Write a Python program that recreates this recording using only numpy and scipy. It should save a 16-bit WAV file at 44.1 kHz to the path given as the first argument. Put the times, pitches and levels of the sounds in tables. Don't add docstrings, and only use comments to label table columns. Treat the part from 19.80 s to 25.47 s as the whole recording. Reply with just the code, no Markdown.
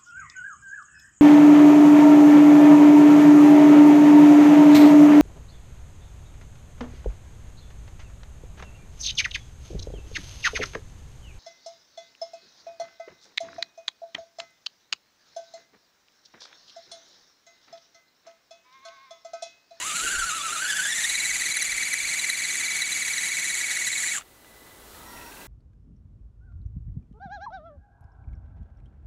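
import sys
import numpy as np
from scipy import signal
from scipy.fft import rfft, irfft
from scipy.io import wavfile
from scipy.ndimage import uniform_filter1d

SR = 44100
rng = np.random.default_rng(int(sys.argv[2]) if len(sys.argv) > 2 else 0)


def pcm_store(signal):
    levels = np.round(np.clip(np.atleast_2d(signal), -1, 1) * 32767)
    wavfile.write(sys.argv[1], SR, levels.astype(np.int16).T)


N = 250047
TIME = np.arange(N) / SR
PINION_TEETH, TEETH_PER_DRUM_TURN = 8, 112
FAINT_EDGE_S = .021

# t/s, whine/dB, lift of meshing harmonics 2 and 3/dB, rattle/dB
TOOTH_BITE = [(0, -2.5, 2, 0.5), (.22, -2.5, 2.5, 1), (.34, 0.5, 1, -0.5), (.76, 0.5, 1, 0.5),
              (.88, 1, 4, 0.5), (1.1, 1, 3.5, -.5), (1.25, 0.5, 1.5, 2)]


def undb(db):
    return 10 ** (np.asarray(db) / 20)


def unit(x):
    return x / np.sqrt(np.mean(x ** 2))


def curve(rows, column=1):
    rows = np.array(rows)
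    return np.interp(TIME, rows[:, 0], rows[:, column])


def swells(rows, rise_s, fall_s):
    return sum(undb(db) * np.clip(.5 + np.minimum((TIME - s) / rise_s, (s + length - TIME) / fall_s), 0, 1)
               for s, length, db in rows)


def phase_of(hz):
    return 2 * np.pi * np.cumsum(hz) / SR


def colour(x, points):
    hz, db = np.transpose(points)
    f = np.maximum(np.fft.rfftfreq(N, 1 / SR), 1)
    return irfft(rfft(x) * undb(np.interp(np.log(f), np.log(hz), db)), N)


def ring(x, hz, width_hz):
    return signal.lfilter(*signal.iirpeak(hz, hz / width_hz, fs=SR), x)


def noise():
    return rng.standard_normal(N)


def walk(rate_hz):
    return unit(signal.sosfilt(signal.butter(2, rate_hz, fs=SR, output="sos"), noise()))


def outdoors():
    # f/Hz, level/dB
    air_colour = [(20, -13.5), (50, -1), (110, -7.5), (180, -9), (330, -4.5), (500, -7.5), (900, -10),
                  (1600, -13), (2400, -17.5), (4100, -16.5), (5100, -20.5), (7500, -18.5), (15500, -19.5)]
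    # t/s, length/s, level/dB
    puffs = [(.2, 0.099, -51), (.34, 0.13, -44.5), (1.28, 0.38, -59), (1.89, 0.11, -51), (2.22, 0.07, -57)]
    air = unit(colour(noise(), air_colour)) * undb(-55.5 + .5 * walk(4))
    wind = unit(colour(noise(), [(12, 13), (35, 20.5), (70, 17.5), (130, -9), (500, -21), (3000, -77)]))
    return air + wind * (undb(-74) + swells(puffs, rise_s=.05, fall_s=.05))


def distant_truck():
    # t/s, length/s, level/dB
    creep = [(5.13, .7, -66)]
    mesh_hz = 1280 + 560 * np.maximum(TIME - creep[0][0], 0)
    gears = np.sin(phase_of(mesh_hz * (1 + .026 * walk(114) + .037 * walk(3.8)))) * undb(3 * walk(69))
    hum = unit(ring(ring(noise(), 940, 130), 920, 135))
    return (unit(gears) + undb(-2) * hum) * swells(creep, FAINT_EDGE_S, FAINT_EDGE_S)


def chirps():
    # t/s, level/dB
    peeps = [(5.376, -61), (5.415, -58), (5.466, -59), (5.523, -59), (5.573, -60), (5.617, -58),
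             (5.657, -63)]
    half_length_s, echo_s, echo_db = .005, .019, -7
    gate = sum(undb(db + path_db) * np.exp(-((TIME - s - lag_s) / half_length_s) ** 2)
               for s, db in peeps for lag_s, path_db in ((0, 0), (echo_s, echo_db)))
    return np.sqrt(2) * gate * np.sin(phase_of(2630 + 130 * walk(400)))


def servo():
    # t/s, length/s, level/dB
    move = [(5.255, 0.257, -71)]
    # f/Hz, relative starting level/dB, waver/Hz, growth/(dB/s)
    lines = [(964, 1, 39.8, 33), (1890, 3, 2.7, 2), (5600, 0.5, 8, 0)]
    age_s = TIME - move[0][0]
    song = 0
    for hz, db, waver_hz, growth in lines:
        gain = undb(db + growth * age_s + 2 * walk(29))
        song += gain * np.sin(phase_of(hz + waver_hz * walk(38.4)))
    return np.sqrt(2) * song * swells(move, FAINT_EDGE_S, FAINT_EDGE_S)


def controller():
    # t/s, level/dB
    levels = [(4.45, -70), (4.62, -69), (4.67, -65), (4.95, -64.5), (5.0, -74), (5.12, -73), (5.2, -70),
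              (5.4, -67), (5.46, -74), (5.56, -74), (5.61, -68)]
    pulse_hz, crest_s = 20, 4.721
    switching = phase_of(1998 + 3 * walk(32))
    pulse = np.cos(2 * np.pi * pulse_hz * (TIME - crest_s))
    pulse_db = 5.5 * np.tanh(2.5 * pulse + .6) + .6 * walk(25)
    tone = (np.sin(switching) + undb(-12) * np.sin(2 * switching)) * undb(pulse_db)
    return unit(tone) * undb(curve(levels))


def tyres():
    # t/s, level/dB, f/Hz, decay/s
    scuffs = [(0.063, -52, 159, 0.034), (0.13, -47, 187, 0.049), (0.215, -40.5, 360, 0.069),
              (0.323, -47.5, 330, 0.041), (0.717, -45, 290, 0.012)]
    out = 0
    for s, db, hz, decay_s in scuffs:
        age = np.maximum(TIME - s, 0) / decay_s
        burst = unit(ring(ring(noise(), hz, .96 * hz), hz, .6 * hz))
        out += undb(db) * burst * (1 - np.exp(-8 * age)) * np.exp(-age)
    return out


def ground(x):
    t = np.arange(SR // 10) / SR
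    tail_s, predelay_s = .08, .002
    scatter = rng.standard_normal(len(t)) * undb(-60 * t / tail_s) * (t > predelay_s)
    return x + undb(-12) * signal.fftconvolve(x, scatter / np.linalg.norm(scatter))[:N]


def chassis(x, ring_db):
    # f/Hz, width/Hz, relative level/dB
    modes = [(1353, 51, 7.5), (1490, 256, 7.5), (1677, 52, 9.5), (1850, 224, 3), (2310, 210, -3),
             (2854, 78, 2.5), (3423, 150, 7), (3870, 35, -2), (9775, 224, 5.5)]
    return x + sum(undb(db + ring_db) * ring(x, hz, width) for hz, width, db in modes)


def settling():
    # t/s, level/dB
    ticks = [(4.41, -45), (4.42, -51), (4.646, -59.5), (5.146, -62)]
    decay_s = .0029
    knocks = sum(undb(db) * (TIME >= s) * np.exp(-np.abs(TIME - s) / decay_s) for s, db in ticks)
    return chassis(knocks * unit(ring(noise(), 1800, 1400)), ring_db=2)


def drum_load(mesh_hz):
    # t/s, strength/ordinary tight spots
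    hard_spots = [(0.316, 0.48), (0.397, 1.137), (0.909, 0.82), (1.026, 0.96), (1.168, 0.33), (1.205, 0.23),
                  (1.253, 0.92), (1.301, 0.35), (1.464, 0.23), (1.503, 0.64), (1.62, 0.64), (1.664, 0.2),
                  (1.773, 0.52), (1.823, 0.88), (2.033, 0.44), (2.139, 1.44), (2.342, 0.4), (2.5, 1.062),
                  (2.862, 0.63), (3.022, 0.93), (3.226, 0.59), (3.387, 0.53), (3.592, 0.55), (3.753, 0.53),
                  (3.917, 0.44), (4.079, 0.83)]
    first_tight_turn, lead_turns, lean_rad = .26, .079, .35
    angle = phase_of(mesh_hz) / TEETH_PER_DRUM_TURN - 2 * np.pi * first_tight_turn + .2 * walk(25)
    depth = 1.15 + .1 * walk(12)
    ahead = angle + 2 * np.pi * lead_turns
    leaning = ahead - lean_rad * np.cos(ahead)
    tight, drag = (np.tanh(1.2 * np.cos(a) - .15) * depth for a in (leaning, angle))
    rise_s, slip_s = .008, .0035
    binds = sum(strength * np.exp(-.5 * ((TIME - s) / np.where(TIME < s, rise_s, slip_s)) ** 2)
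                for s, strength in hard_spots)
    return tight, drag, binds


def gear_noise(contact, hz, width_hz):
    return unit(ring(ring(noise() * contact, hz, width_hz), hz, width_hz))


def dry_bearing(contact):
    # t/s, length/s, level/dB
    squeals = [(.03, 0.51, -39), (1.0, 0.6, -36), (3.6, 0.786, -39.5), (4.02, 0.37, -39.5)]
    return gear_noise(contact, hz=7260, width_hz=850) * swells(squeals, rise_s=.089, fall_s=.0099)


def tooth_rattle(contact, shaft, pace, unloaded):
    # f/Hz, level/dB
    scrape_colour = [(60, -16), (125, -16.5), (170, -7.5), (240, -18.5), (480, -25), (800, -9), (1100, -13),
                     (1600, -6), (2100, 2), (2750, -2), (3300, -4.5), (4200, -3), (4700, -4), (5250, -8.5),
                     (6100, 0), (7400, 6), (8700, -3), (9800, 0), (12500, -15), (15500, -26.5)]
    scrape = unit(chassis(colour(noise() * contact, scrape_colour), ring_db=-15))
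    knocks = np.exp(1.1 * np.cos(shaft + walk(49)))
    chatter = gear_noise(contact * knocks, hz=2850, width_hz=650)
    return scrape + chatter * (1 - pace) * undb(-2 + 4.5 * unloaded)


def tooth_whine(shaft, press, binds, pace, unloaded):
    # f/shaft rate, level/dB, change under pressure/dB, change in a bind/dB, rasp/share
    partials = [(1, -22.5, 3.5, 8.5, 0.3), (4, -21.5, 1.5, -12, 0.84), (6, -22, -38, -2, 0.73),
                (7, -15, -32, 1, 0.6), (8, 1, 1.5, 6, 0.28), (9, -13, 10.5, -23, 0.7),
                (12, -18, -46, -12, 0.8), (16, -9.5, 8, 6.5, 0.54), (24, -8.5, 2, 5, 0.52),
                (32, -10, 3.5, 2, 0.45), (40, -11.5, 11, 8, 0.53), (48, -11, 0, 12, 0.1),
                (56, -9, 2, 10, 0.3)]
    # f/Hz, level/dB
    housing = [(250, -4.5), (470, -7), (600, 5.5), (950, -7), (1250, -3.5), (1950, -2), (2130, -0.5),
               (2300, -0.5), (2550, 0), (2850, 2), (3400, -0.5), (3750, 2.5), (4050, 4.5), (4450, 3),
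               (4950, -1.5), (5350, -1), (5950, 6), (7400, 9), (8700, 4), (9900, -2.5), (11200, -1.5),
               (15500, -29)]
    rasp_hz, coast_rasp, shake_db = 203, .25, 2.5
    out = 0
    for multiple, db, press_db, bind_db, rasp in partials:
        phase = multiple * shaft + rng.uniform(0, 2 * np.pi)
        harmonic = multiple / PINION_TEETH
        looseness = pace ** 3 if harmonic == 1 else pace ** -.2
        share = np.clip(rasp * looseness + coast_rasp * unloaded, 0, 1)
        rough = (walk(rasp_hz) * np.cos(phase) + walk(rasp_hz) * np.sin(phase)) / np.sqrt(2)
        partial = np.sqrt(1 - share) * np.cos(phase) + np.sqrt(share) * rough
        bite_db = curve(TOOTH_BITE, column=2) * (harmonic in (2, 3))
        load_db = bite_db + press_db * press + bind_db * binds
        lost_db = 9 * unloaded * (harmonic > 1)
        out += partial * undb(db + load_db + shake_db * walk(50) - lost_db)
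    return chassis(colour(out, housing), ring_db=-.5)


def winch():
    # t/s, f/Hz
    speed = [(0, 950), (.06, 1200), (.32, 1512), (.45, 1438), (.58, 1220), (.78, 1306), (.88, 1619),
             (1.02, 1587), (1.12, 1880), (1.23, 1960), (1.31, 2116), (2.1, 2168), (4.32, 2094)]
    # t/s, level/dB
    effort = [(0, -39.5), (0.08, -34.5), (0.29, -30), (0.55, -35.5), (0.78, -36.5), (0.92, -30),
              (1.25, -30.5), (1.6, -33), (2.9, -34), (4.3, -33.5)]
    power_cut_s, coast_s, unload_s, fade_s = 4.325, .135, .025, .105
    stall_hz, stall_span_hz = 720, 90
    easing_db_per_s, grit_db = 1.48, 1.5

    coasted_s = np.maximum(TIME - power_cut_s, 0)
    unloaded = np.minimum(coasted_s / unload_s, 1)
    fade = (coasted_s / fade_s) ** 3.5
    whine_fade_db, rattle_fade_db = 11 * fade, 42 * fade
    mesh_hz = curve(speed) * np.maximum(1 - coasted_s / coast_s, .1)
    pace = mesh_hz / mesh_hz.max()

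    effort_db = curve(effort)
    tight, drag, binds = drum_load(mesh_hz)
    strain_db = .7 * (effort_db - effort_db.mean()) - easing_db_per_s * TIME
    press = 1.34 * np.clip(tight, 0, 1.1) ** 2 * pace * undb(strain_db)
    slack = np.maximum(drag - tight, 0) * pace
    sag = .073 * drag * pace ** .2 * (1 - unloaded) + .015 * binds
    flutter = 1 + .007 * walk(150)
    tooth = phase_of(mesh_hz * (1 - sag) * flutter) + .08 * walk(700)
    shaft = tooth / PINION_TEETH

    stutter_db = 2.5 * unloaded * walk(77)
    whine_db = -34 + 5.5 * np.log2(pace) + .28 * strain_db - 5 * slack + curve(TOOTH_BITE)
    whine = tooth_whine(shaft, press, binds, pace, unloaded) * undb(whine_db + stutter_db - whine_fade_db)
    turning = np.clip((mesh_hz - stall_hz) / stall_span_hz, 0, 1)

    contact = np.exp(.7 * np.cos(tooth)) * undb(1.7 * walk(400) + 1.2 * walk(16) + grit_db * walk(2500))
    rattle_db = effort_db + curve(TOOTH_BITE, column=3) - 2 * slack + .21 * press + .5 * binds
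    rattle = tooth_rattle(contact, shaft, pace, unloaded) * undb(rattle_db - rattle_fade_db)
    squeal = dry_bearing(contact)
    body_shake = gear_noise(contact, hz=338, width_hz=210) * undb(-59.5 - rattle_fade_db)
    return whine * turning + rattle + squeal + body_shake


def scene():
    truck = ground(winch() + settling()) + tyres() + controller() + servo()
    return (truck + distant_truck() + chirps() + outdoors())[None]


def record(dry):
    quiet_gain_db, threshold_db, ratio = 10.5, -49.5, 1.925
    detector_s, recovery_db_per_s, top_hz = .043, 11, 15650
    power = uniform_filter1d(dry ** 2, int(detector_s * SR))
    cut_db = np.maximum(10 * np.log10(power) - threshold_db, 0) * (1 - 1 / ratio)
    recovered_db = recovery_db_per_s * TIME
    held_db = np.maximum.accumulate(cut_db + recovered_db, axis=-1) - recovered_db
    low_pass = signal.ellip(10, .2, 80, top_hz, fs=SR, output="sos")
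    return signal.sosfilt(low_pass, dry * undb(quiet_gain_db - held_db))


dry = scene()
out = record(dry)
pcm_store(out)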